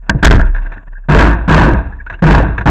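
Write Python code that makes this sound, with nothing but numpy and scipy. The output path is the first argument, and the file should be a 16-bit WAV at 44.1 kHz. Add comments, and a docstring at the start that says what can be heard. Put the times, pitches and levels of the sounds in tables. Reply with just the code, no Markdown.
"""A model boat's motor, blipped four times: the propeller churns the lake, the hull hums and shakes.
Before the blips the hull slaps down on the water and a camera mount on deck wobbles.
Spray patters, light drops ping the hull and water washes along it. Churn, slaps, spray and wash ring the
hull's resonances; the camera housing muffles the sound and the loud parts overload the microphone."""
import sys
import numpy as np
from scipy import signal
from scipy.fft import rfft, irfft
from scipy.io import wavfile

SR = 44100
rng = np.random.default_rng(int(sys.argv[2]) if len(sys.argv) > 2 else 0)


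def digitize_waveform(pressure):
    """Quantize a signal to 16-bit integers and store it at the path in sys.argv[1].

    Rows of a 2-D input are taken as channels; values are limited to [-1, 1].
    """
    field = np.atleast_2d(pressure).T
    bounded = np.clip(field, -1, 1)
    quanta = np.round(bounded * 32767).astype(np.int16)
    wavfile.write(sys.argv[1], SR, quanta)


N = 119070
TIME_S = np.arange(N) / SR

# throttle blips (start [s], length [s], churn [dB], first bite [0-1], hum [dB], hum onset [Hz], shake [dB])
BLIPS = [(1.085, 0.14, -0.5, 0.31, -6, 154.3, 0), (1.477, 0.15, -1.5, 0.37, -3.5, 185.7, -2.5),
         (2.221, 0.14, -3.5, 0.52, 2.5, 173.4, -1.5), (2.656, .14, 4.5, 0.26, -1, 148.8, 5)]
# water slapping the hull (time [s], level [dB], fade [dB/s])
SLAPS = [(0.085, -30, 211), (0.094, 5, 1493.5), (0.101, -27, 212), (0.226, -0.5, 599), (0.233, -2, 898),
         (.245, 17.5, 998), (0.264, 2, 447.5), (0.299, -2.5, 905), (0.309, 1.5, 302.5), (0.344, -11, 505.5),
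         (0.392, -9.5, 250)]
# dull hull bumps (time [s], level [dB], fade [dB/s])
BUMPS = [(0.096, -8.5, 214.5), (0.144, -9.5, 326), (0.225, -5.5, 120.5), (0.307, 7, 233.5),
         (1.713, -0.5, 173), (2.101, -23, 193.5), (2.421, -8.5, 166), (2.58, -12.5, 156.5)]
# blows ringing a hull panel (time [s], level [dB], pitch [Hz], fade [dB/s])
KNOCKS = [(0.096, 4, 1581, 1703.5), (0.148, -1, 142.5, 525.5), (0.247, 15.5, 56.3, 138),
          (.309, 2.5, 396.6, 498.5)]
# camera mount swings (time [s], level [dB])
SWINGS = [(0.241, 7.5)]
# spray hitting the deck (time [s], level [dB])
DROPS = [(0.463, -44), (0.547, -22.5), (.561, -24.5), (0.581, -32), (0.625, -32.5), (0.663, -28.5),
         (0.72, -25), (.738, -31), (.778, -40), (2.064, -25.5), (2.099, -17), (2.104, -39.5), (2.126, -24),
         (2.137, -27), (2.19, -35.5), (2.58, -11), (2.61, -16)]
# light drops pinging the hull (time [s], level [dB], pitch [Hz])
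PINGS = [(.463, -23, 972), (0.546, -39, 2480), (0.579, -17.5, 1660), (0.631, -41, 2640), (0.658, -19, 1590),
         (.775, -20, 1656), (0.72, -21.5, 1763), (0.875, -31.5, 1700), (0.93, -32, 1670),
         (0.952, -24.5, 1620), (0.966, -21, 1637), (1.036, -35, 1660), (1.921, -21, 1547),
         (1.929, -22, 1720), (1.986, -27, 1730), (2, -17, 1650), (2, -36, 2270), (2.065, -13, 1530),
         (2.136, -25.5, 2780), (2.579, -31, 1654)]
# wash along the hull (time [s], level [dB])
WASH_LEVELS = [(0, -53.5), (.07, -44), (.2, -35), (.45, -32.5), (.62, -31), (.85, -43), (1.05, -52),
               (1.95, -45.5), (2.15, -44), (2.7, -73)]
# hull resonances (frequency [Hz], width [Hz], height over broad response [dB])
HULL_MODES = [(164.6, 36, 2), (196.8, 30, 7.5), (287.1, 18.6, 9.5), (345.7, 22, 5), (660, 58, 7),
              (950, 146, 6), (1124, 37, 5.5), (1518, 242, 11), (1633, 136, 15), (1770, 150, 10),
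              (2530, 200, 7), (2702, 140, 10.5), (3526, 420, 5.5), (3850, 460, 5.5), (5870, 770, 4.5)]
# force spectra on the hull (frequency [Hz], relative level [dB])
WASH_DRIVE = [(20, -9), (90, 11.5), (200, -6.5), (500, -8), (1000, -9), (1700, -16), (2300, -22),
              (3200, -33), (4500, -53.5), (8000, -51), (16000, -65.5)]
DROP_DRIVE = [(60, -5.5), (200, -13), (500, -5), (1000, -3), (1600, -4), (2200, -6), (3000, -22),
              (4000, -29), (4800, -38.5), (7000, -41), (9000, -48.5), (16000, -82)]
SLAP_DRIVE = [(40, 13.5), (200, 9.5), (600, 1), (1100, -2), (1600, -2.5), (2200, -11.5), (3000, -36.5),
              (4500, -56.5), (8000, -58), (16000, -78)]
BUMP_DRIVE = [(20, -14.5), (60, 19.5), (130, 2.5), (220, -7.5), (330, -7.5), (600, -15.5), (1500, -39),
              (4000, -74)]
SLOSH_DRIVE = [(20, -13.5), (50, -2), (85, 14.5), (150, 1), (220, -9), (330, -21.5), (600, -41.5),
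               (1500, -44.5), (4000, -88)]
CHURN_DRIVE = [(20, -7), (50, 5), (90, -0.5), (150, -3), (260, -7.5), (480, -16), (1000, -14), (1700, -24),
               (2200, -27), (3000, -39.5), (4500, -53), (8000, -76), (16000, -121.5)]
# steady hiss spectrum (frequency [Hz], gain [dB])
HISS_SPECTRUM = [(5100, -87.5), (7300, -73), (8300, -79.5), (9000, -102)]
# camera housing transmission (frequency [Hz], gain [dB])
HOUSING_RESPONSE = [(4000, -1), (5150, -11), (5800, -1), (8200, -5), (9200, -33)]
# shelf dulling the sound above 8 kHz (frequency [Hz], relative gain [dB])
TREBLE_SHELF = [(3000, -3.5), (7500, -2.5), (9500, -12.5), (15000, -12)]

COAST_DB_PER_S = 115.5


def amp(db):
    """Decibels to gain."""
    return 10 ** (np.asarray(db) / 20)


def unit(x):
    """Scale to rms 1."""
    return x / np.sqrt(np.mean(x ** 2) + 1e-20)


def db_at(spectrum, hz):
    """Interpolate a spectrum on a log-frequency axis."""
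    points_hz, points_db = np.transpose(spectrum)
    return np.interp(np.log(hz + 1), np.log(points_hz + 1), points_db)


def wander(bandwidth_hz):
    """Slow random drift, rms 1."""
    hz = np.fft.rfftfreq(N, 1 / SR)
    return unit(irfft(rfft(rng.standard_normal(N)) * np.exp(-(hz / bandwidth_hz) ** 2), N))


def impulses(per_s):
    """Clicks of random time and size."""
    return rng.standard_normal(N) * (rng.random(N) < per_s / SR)


def since(start_s):
    """Seconds since start_s, zero before."""
    return np.maximum(TIME_S - start_s, 0)


def phase_rad(hz):
    """Running phase of a varying frequency."""
    return 2 * np.pi * np.cumsum(hz) / SR


def impact(start_s, db, fade_db_per_s, rise_s):
    """Impact envelope: linear rise, exponential fade."""
    t = since(start_s)
    return np.minimum(t / rise_s, 1) * amp(db - fade_db_per_s * t)


def throttle(start_s, length_s, rise_s, fade_db_per_s, bite=0, bite_s=0.0027):
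    """Blip envelope: quick bite, build-up, coast-down."""
    t = since(start_s)
    build = bite + (1 - bite) * np.minimum(t / rise_s, 1)
    return np.minimum(t / bite_s, 1) * build * amp(-fade_db_per_s * since(start_s + length_s))


def colour(x, curve_db, size=16384):
    """Minimum-phase filter with gain curve_db(hz)."""
    hz = abs(np.fft.fftfreq(size, 1 / SR))
    log_gain = np.log(amp(curve_db(hz)))
    response = np.exp(np.conj(signal.hilbert(log_gain)))
    taps = np.fft.ifft(response).real[:size // 2]
    return signal.fftconvolve(x, taps)[:N]


def hull(force, drive):
    """Shape a force by its drive spectrum and the hull modes; white noise keeps its power."""
    def curve_db(hz):
        modes = sum(amp(db) ** 2 / (1 + (2 * (hz - mode_hz) / width_hz) ** 2) ** 2.32
                    for mode_hz, width_hz, db in HULL_MODES)
        power = amp(db_at(drive, hz)) ** 2 * (1 + modes)
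        return 10 * np.log10(power / power.mean())
    return colour(force, curve_db)


def hiss():
    """Faint steady treble noise."""
    return colour(rng.standard_normal(N), lambda hz: db_at(HISS_SPECTRUM, hz))


def wash(gurgle_db=4.7):
    """Water gurgles unevenly along the gliding hull."""
    level = amp(np.interp(TIME_S, *np.transpose(WASH_LEVELS)))
    gurgle = unit(rng.standard_normal(N) * amp(gurgle_db * wander(41)))
    return hull(level * gurgle, WASH_DRIVE)


def pings(fade_db_per_s=1098.5, rise_s=0.006):
    """Light drops ping the hull with short, unsteady pitched rings."""
    waver = 1 + 0.045 * wander(196.3)
    return sum(impact(start_s, db, fade_db_per_s, rise_s) * np.sin(phase_rad(hz * waver))
               for start_s, db, hz in PINGS)


def spray(tick_db=13):
    """Each drop rings the deck with a tick and a short scatter."""
    scatter = sum(impact(*drop, fade_db_per_s=893, rise_s=0.0018) for drop in DROPS)
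    force = scatter * rng.standard_normal(N)
    for start_s, db in DROPS:
        force[round(start_s * SR)] += amp(db + tick_db)
    return hull(force, DROP_DRIVE)


def mount(rocking_hz=33.6, rocking_db=-25.5, swing_hz=34.8, sag_hz=5, settle_s=0.2):
    """The camera mount rocks constantly and swings after a jolt, slower while the swing is wide."""
    out = amp(rocking_db) * np.sin(phase_rad(rocking_hz * (1 + 0.059 * wander(5.1))))
    for start_s, db in SWINGS:
        hz = (TIME_S > start_s) * (swing_hz - sag_hz * np.exp(-since(start_s) / settle_s))
        out += impact(start_s, db, fade_db_per_s=51.5, rise_s=0.018) * np.sin(phase_rad(hz))
    return out


def landing():
    """The hull smacks the water and booms; its panels ring under the hardest blows."""
    slaps = sum(impact(*slap, rise_s=0.0012) for slap in SLAPS) * rng.standard_normal(N)
    bumps = sum(impact(*bump, rise_s=0.005) for bump in BUMPS) * rng.standard_normal(N)
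    knocks = sum(impact(start_s, db, fade_db_per_s, rise_s=0.0007) * np.sin(2 * np.pi * hz * since(start_s))
                 for start_s, db, hz, fade_db_per_s in KNOCKS)
    return hull(slaps, SLAP_DRIVE) + hull(bumps, BUMP_DRIVE) + knocks


def slosh(level_db=-14):
    """Stirred water sloshes on after each blip."""
    stirred = sum(throttle(start_s, length_s, rise_s=0.26, fade_db_per_s=76)
                  for start_s, length_s, *_ in BLIPS)
    return amp(level_db) * hull(stirred * rng.standard_normal(N), SLOSH_DRIVE)


def gulps(per_s=140, low_hz=279, high_hz=1673, pitches=24, decay_cycles=6.7):
    """Large air bubbles, each ringing briefly at its own pitch."""
    t, out = np.arange(6000) / SR, np.zeros(N)
    for hz in np.geomspace(low_hz, high_hz, pitches):
        cycles = hz * t
        ring = (1 - np.exp(-cycles)) * np.exp(-cycles / decay_cycles) * np.sin(2 * np.pi * cycles)
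        out += signal.oaconvolve(impulses(per_s / pitches), ring)[:N]
    return unit(out)


def propeller(spin_up_s=0.082, bubble_share=0.44, lumps_db=1.5, gulp_db=-10):
    """Lumpy churn and bubbles beat on the hull while the propeller spins."""
    effort = sum(amp(db) * throttle(start_s, length_s, spin_up_s, COAST_DB_PER_S, bite)
                 for start_s, length_s, db, bite, *_ in BLIPS)
    bubbles = unit(impulses(per_s=1500))
    froth = bubble_share * bubbles + (1 - bubble_share) * rng.standard_normal(N)
    churn = unit(froth * amp(lumps_db * wander(250)))
    return hull(effort * churn, CHURN_DRIVE) + amp(gulp_db) * effort * gulps()


def motor(loaded_hz=144.94, sag_s=0.0417, rough_db=2.5, octave_db=-12.5, shake_hz=50, freed_hz_per_s=30):
    """Each blip starts a rough hum that sags under load and a low shake that quickens on release."""
    out = np.zeros(N)
    for start_s, length_s, _, _, hum_db, onset_hz, shake_db in BLIPS:
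        started, coast_s = TIME_S > start_s, since(start_s + length_s)
        hum_hz = loaded_hz + (onset_hz - loaded_hz) * np.exp(-since(start_s) / sag_s)
        hum_rad = phase_rad(started * hum_hz * (1 + 0.027 * wander(85)))
        hum_level = impact(start_s, hum_db, fade_db_per_s=71, rise_s=0.0064)
        hum_level *= amp(rough_db * wander(99) - COAST_DB_PER_S * coast_s)
        out += hum_level * (np.sin(hum_rad) + amp(octave_db) * np.sin(2 * hum_rad))

        rate_hz = (shake_hz + freed_hz_per_s * coast_s) * (1 + 0.022 * wander(17.6))
        shake_level = amp(shake_db) * throttle(start_s, length_s, rise_s=0.081, fade_db_per_s=67)
        out += shake_level * np.sin(phase_rad(started * rate_hz))
    return out


def scene():
    """Boat and water through the camera housing, over hiss; mono."""
    outside = wash() + pings() + spray() + mount() + landing() + slosh() + propeller() + motor()
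    inside = colour(outside, lambda hz: db_at(HOUSING_RESPONSE, hz))
    return (hiss() + inside)[None]


def record(dry, ceiling=0.705, cutoff_hz=15900):
    """The input clips hard (2x oversampled); then a treble shelf and a low-pass dull the sound."""
    oversampled = signal.resample_poly(dry[0], 2, 1)
    clipped = signal.resample_poly(np.clip(oversampled, -ceiling, ceiling), 1, 2)
    hz = np.linspace(0, SR / 2, 129)
    shelf_db = db_at(TREBLE_SHELF, hz) - TREBLE_SHELF[0][1]
    shelved = signal.fftconvolve(clipped, signal.firwin2(127, hz, amp(shelf_db), fs=SR), "same")
    lowpass = signal.firwin(511, cutoff_hz, window=("kaiser", 9), fs=SR)
    return signal.fftconvolve(shelved, lowpass, "same")[None]


dry = scene()
out = record(dry)
digitize_waveform(out)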